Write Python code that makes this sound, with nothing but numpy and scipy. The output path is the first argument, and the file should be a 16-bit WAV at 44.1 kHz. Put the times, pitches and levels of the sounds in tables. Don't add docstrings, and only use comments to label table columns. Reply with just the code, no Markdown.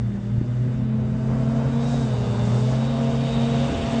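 import sys
import numpy as np
from scipy import signal
from scipy.fft import rfft, irfft
from scipy.io import wavfile

SR = 44100
rng = np.random.default_rng(int(sys.argv[2]) if len(sys.argv) > 2 else 0)


def unload_audio(sound):
    columns = np.transpose(np.atleast_2d(sound))
    steps = np.round(np.clip(columns, -1, 1) * 32767)
    wavfile.write(sys.argv[1], SR, steps.astype(np.int16))


N = 176400
TIME_S = np.arange(N) / SR
BIN_HZ = np.maximum(np.arange(N // 2 + 1) * SR / N, 1)


def undb(db):
    return 10 ** (np.asarray(db) / 20)


def unit(x):
    return x / np.sqrt(np.mean(x ** 2))


def curve(table, column=1):
    rows = np.array(table)
    return np.interp(TIME_S, rows[:, 0], rows[:, column])


def walk(rate_hz):
    slow_s = np.arange(4096) / 512
    rolloff = 1 + (np.fft.rfftfreq(len(slow_s), slow_s[1]) / rate_hz) ** 4
    motion = unit(irfft(rfft(rng.standard_normal(len(slow_s))) / rolloff))
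    return np.interp(TIME_S, slow_s, motion)


def noise(spectrum):
    hz, db = np.array(spectrum).T
    shape = undb(np.interp(np.log(BIN_HZ), np.log(hz), db))
    return unit(irfft(rfft(rng.standard_normal(N)) * shape, N))


def ring(x, modes):
    response = sum(undb(db) / (1 + 1j * (BIN_HZ ** 2 - hz ** 2) / (BIN_HZ * width * np.sqrt(2))) ** 2
                   for hz, width, db in modes)
    return irfft(rfft(x) * response, N)


def tone(cycles, scatter, flutter_hz):
    path = 1 + scatter * (walk(flutter_hz) + 1j * walk(flutter_hz))
    return unit(np.real(path * np.exp(2j * np.pi * (cycles + rng.random()))))


def turbulence(x, depth_db=1.3, rate_hz=22):
    spectrum = rfft(x)
    octave = np.log2(BIN_HZ / 1000)
    bands = [np.maximum(1 - 3 * abs(octave - centre), 0) for centre in np.arange(-1, 4, 1 / 3)]
    return sum(irfft(spectrum * band, N) * undb(depth_db * walk(rate_hz)) for band in bands)


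# frequency_hz, density_db
WATER_SPECTRUM = [(200, -8), (600, -5.5), (1200, 5), (2000, 4), (3500, -29.5), (8000, -29.5)]

def water(level_db=-54, flicker_db=1.5):
    return noise(WATER_SPECTRUM) * undb(level_db + flicker_db * walk(20))


def shore(x, level_db=-15, t60_s=1, delay_s=.024):
    t = np.arange(SR) / SR
    onset = np.clip(t / delay_s - 1, 0, 1)
    tail = rng.standard_normal(SR) * undb(-60 * t / t60_s) * onset
    scattered = signal.sosfilt(signal.butter(3, 350, "high", fs=SR, output="sos"), x)
    return undb(level_db) * signal.fftconvolve(scattered, tail / np.linalg.norm(tail))[:N]


# frequency_hz, density_db
BREEZE_SPECTRUM = [(20, -16.5), (35, -14), (58, 4), (80, -2), (170, 1), (250, -11), (330, -13.5),
                   (600, -22.5), (1500, -64)]
GUST_SPECTRUM = [(25, -17), (70, 1), (210, 0.5), (280, -8.5), (400, -7.5), (1200, -35), (6000, -68)]
# time_s, level_db
BREEZE_LEVEL = [(0, -31), (.6, -33), (1.2, -29.5), (1.75, -32.5), (2.1, -29.5), (2.5, -29.5), (2.8, -32),
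                (3.3, -32.5), (3.7, -32.5), (4, -38)]

def breeze(flicker_db=1.2, gust_s=3.756, gust_half_length_s=.16, gust_db=-26):
    rumble = noise(BREEZE_SPECTRUM) * undb(curve(BREEZE_LEVEL) + flicker_db * walk(9.9))
    swell = undb(gust_db) * np.exp(-((TIME_S - gust_s) / gust_half_length_s) ** 2)
    return rumble + swell * noise(GUST_SPECTRUM)


# centre_s, pitch_hz, level_db
THUMPS = [(0.383, 115, -12.5), (0.415, 212, -12), (1.943, 520, -16.5)]

def thumps(half_length_cycles=.45):
    pressure = np.zeros(N)
    for centre_s, hz, db in THUMPS:
        cycles = (TIME_S - centre_s) * hz
        envelope = np.exp(-abs(cycles / half_length_cycles) ** 1.5)
        pressure -= undb(db) * envelope * np.cos(2 * np.pi * cycles)
    return pressure


# time_s, exhaust_overtones_db, fan_overtones_db, low_rush_db, middle_rush_db
TURN_LEVELS = [(0, -16.5, -18, -46.5, -63), (.6, -12.5, -11, -49, -59.5), (1.15, -7.5, -6.5, -45.5, -62.5),
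               (1.33, -5, -1.5, -35.5, -62), (1.77, -4, 1.5, -35.5, -55.5), (1.95, -7.5, 1.5, -34.5, -51.5),
               (2.1, -1, -0.5, -35.5, -54), (2.4, -2.5, 3, -33.5, -52), (3, 2, -4, -34, -47.5),
               (3.5, 1, 4, -33.5, -42), (4, 5, -11, -31.5, -40.5)]
# frequency_hz, density_db
MIDDLE_RUSH_SPECTRUM = [(900, -12), (1700, -2.5), (2300, 0), (2900, 3), (3600, -1.5), (4200, -11),
                        (7000, -38.5)]
HISS_SPECTRUM = [(2500, -23), (3700, 1), (4100, -1.5), (4500, 4.5), (5400, 4), (7200, 2.5), (8500, -2.5),
                 (9500, -17)]
# time_s, level_db
HISS_LEVEL = [(0, -64), (.74, -62.5), (.88, -67), (1.43, -56.5), (1.77, -55.5), (1.89, -48), (1.97, -47.5),
              (2.1, -52.5), (2.35, -52), (2.55, -48.5), (2.9, -52), (4, -47)]

def air_stream():
    rush = turbulence(noise(MIDDLE_RUSH_SPECTRUM)) * undb(curve(TURN_LEVELS, column=4))
    hiss = turbulence(noise(HISS_SPECTRUM)) * undb(curve(HISS_LEVEL))
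    return rush + hiss


# centre_hz, width_hz, gain_db
BUZZ_MODES = [(1560, 220, 0), (2500, 1300, -7), (4500, 1400, -18)]
# time_s, level_db
BUZZ_LEVEL = [(0, -65), (1, -56), (1.7, -49), (2.4, -51), (4, -51)]
# centre_hz, width_hz
WHINE_MODES = [(3520, 150), (3760, 170)]
# time_s, lower_db, upper_db
WHINE_LEVELS = [(0, -66.5, -77.5), (1.3, -66, -66), (1.62, -59.5, -62), (1.76, -57, -55.5),
                (1.94, -53, -47.5), (2.1, -52.5, -54), (2.35, -52.5, -64), (2.88, -50, -49),
                (3.02, -66, -60), (3.2, -60, -52.5), (3.35, -59, -43), (3.64, -48.5, -53), (4, -54, -61)]

def whine(firings):
    partials = sum(tone(k * firings, scatter=.45, flutter_hz=27) for k in range(10, 40))
    buzz = undb(curve(BUZZ_LEVEL)) * unit(ring(partials, BUZZ_MODES))
    whines = sum(undb(curve(WHINE_LEVELS, column)) * unit(ring(partials, [(hz, width, 0)]))
                 for column, (hz, width) in enumerate(WHINE_MODES, 1))
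    return buzz + whines


# centre_hz, width_hz, gain_db
METAL_MODES = [(2830, 600, 8.5), (3622, 126, 14.5), (4460, 340, 7)]
# time_s, level_db
RASP_LEVEL = [(0, -68), (1.1, -70.5), (1.9, -56.5), (2.2, -51.5), (2.8, -50.5), (3.4, -46), (4, -47.5)]

def rasp(firings, firing_hz, size_spread=.24, puff_gain=.75, flicker_db=1):
    size = np.exp(size_spread * rng.standard_normal(N // 100)[firings.astype(int)])
    offset_samples = (firings % 1 - .5) * SR / firing_hz
    cracks = unit(np.sinc(offset_samples / 2) * np.exp(-(offset_samples / 10) ** 2)) * size
    cycles_since_crack = (firings - .5) % 1
    puffs = unit(np.exp(-cycles_since_crack / 1.2) * rng.standard_normal(N))
    metal = unit(ring(cracks + puff_gain * puffs, METAL_MODES))
    return metal * undb(curve(RASP_LEVEL) + flicker_db * walk(18))


# time_s, level_db
BLADE_LEVEL = [(0, -34), (.18, -30), (.55, -34), (1.1, -26), (1.3, -28.5), (1.43, -24.5), (2.02, -25.5),
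               (2.22, -35), (2.62, -29), (2.95, -24), (3.2, -25), (3.67, -23), (3.73, -48), (3.86, -33.5),
               (3.96, -22.5)]
# blade_rate_multiple, relative_db
FAN_OVERTONES = [(2, -39), (3, -45.5), (4, -53), (5, -56.5), (6, -57)]
# frequency_hz, density_db
LOW_RUSH_SPECTRUM = [(100, -37), (170, 5), (260, 8.5), (340, -8.5), (480, 4.5), (720, 1), (1000, -3.5),
                     (1500, -12), (2200, -20), (4000, -61), (9000, -50.5)]

def fan(blade_passes, chop_depth=.3, flicker_db=1.5):
    hum = undb(curve(BLADE_LEVEL)) * tone(blade_passes, scatter=.18, flutter_hz=6.1)
    overtones = sum(undb(db) * tone(round(k) * blade_passes, scatter=.28, flutter_hz=5.4)
                    for k, db in FAN_OVERTONES)
    chop = 1 + chop_depth * np.cos(2 * np.pi * blade_passes)
    rush = unit(noise(LOW_RUSH_SPECTRUM) * chop)
    rush *= undb(curve(TURN_LEVELS, column=3) + flicker_db * walk(14))
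    return hum + undb(curve(TURN_LEVELS, column=2)) * overtones + rush


# time_s, level_db
FIRING_LEVEL = [(0, -23), (.05, -22.5), (.16, -35), (.34, -21), (.45, -28), (.55, -21), (.85, -24.5),
                (1.8, -23), (2.15, -25), (2.48, -22), (2.66, -20.5), (3.03, -27), (3.15, -23), (3.65, -25),
                (3.73, -33.5), (3.95, -29)]
# firing_rate_multiple, relative_db
EXHAUST_OVERTONES = [(4, -41), (5, -40), (6, -54.5), (7, -52.5), (8, -57), (9, -57)]

def exhaust(firings, second_db=-37, third_db=-47.5):
    drone = undb(curve(FIRING_LEVEL)) * tone(firings, scatter=.14, flutter_hz=17)
    body = sum(undb(db) * tone(k * firings, scatter=.79, flutter_hz=8.6)
               for k, db in ((2, second_db), (3, third_db)))
    upper = sum(undb(db) * tone(round(k) * firings, scatter=.28, flutter_hz=6.3)
                for k, db in EXHAUST_OVERTONES)
    return drone + body + undb(curve(TURN_LEVELS, column=1)) * upper


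# time_s, firing_hz
ENGINE_SPEED = [(0, 118.5), (.15, 116.8), (.3, 117.4), (.75, 126.3), (1.05, 126.1), (1.3, 129),
                (1.65, 132.6), (1.88, 136.9), (1.96, 137), (2.04, 131.3), (2.12, 124.6), (2.22, 120),
                (2.35, 118.4), (2.5, 120.3), (2.9, 134.4), (3.35, 134), (3.65, 136.6), (4, 133.8)]
BLADES_PER_FIRING = 1.716

def scene():
    firing_hz = curve(ENGINE_SPEED)
    firings = np.cumsum(firing_hz) / SR
    engine = exhaust(firings) + rasp(firings, firing_hz) + whine(firings)
    craft = engine + fan(BLADES_PER_FIRING * firings) + air_stream()
    return (craft + shore(craft) + water() + breeze() + thumps())[None]


def record(dry, top_hz=9300):
    return signal.sosfilt(signal.ellip(10, .2, 80, top_hz, fs=SR, output="sos"), dry)


dry = scene()
out = record(dry)
unload_audio(out)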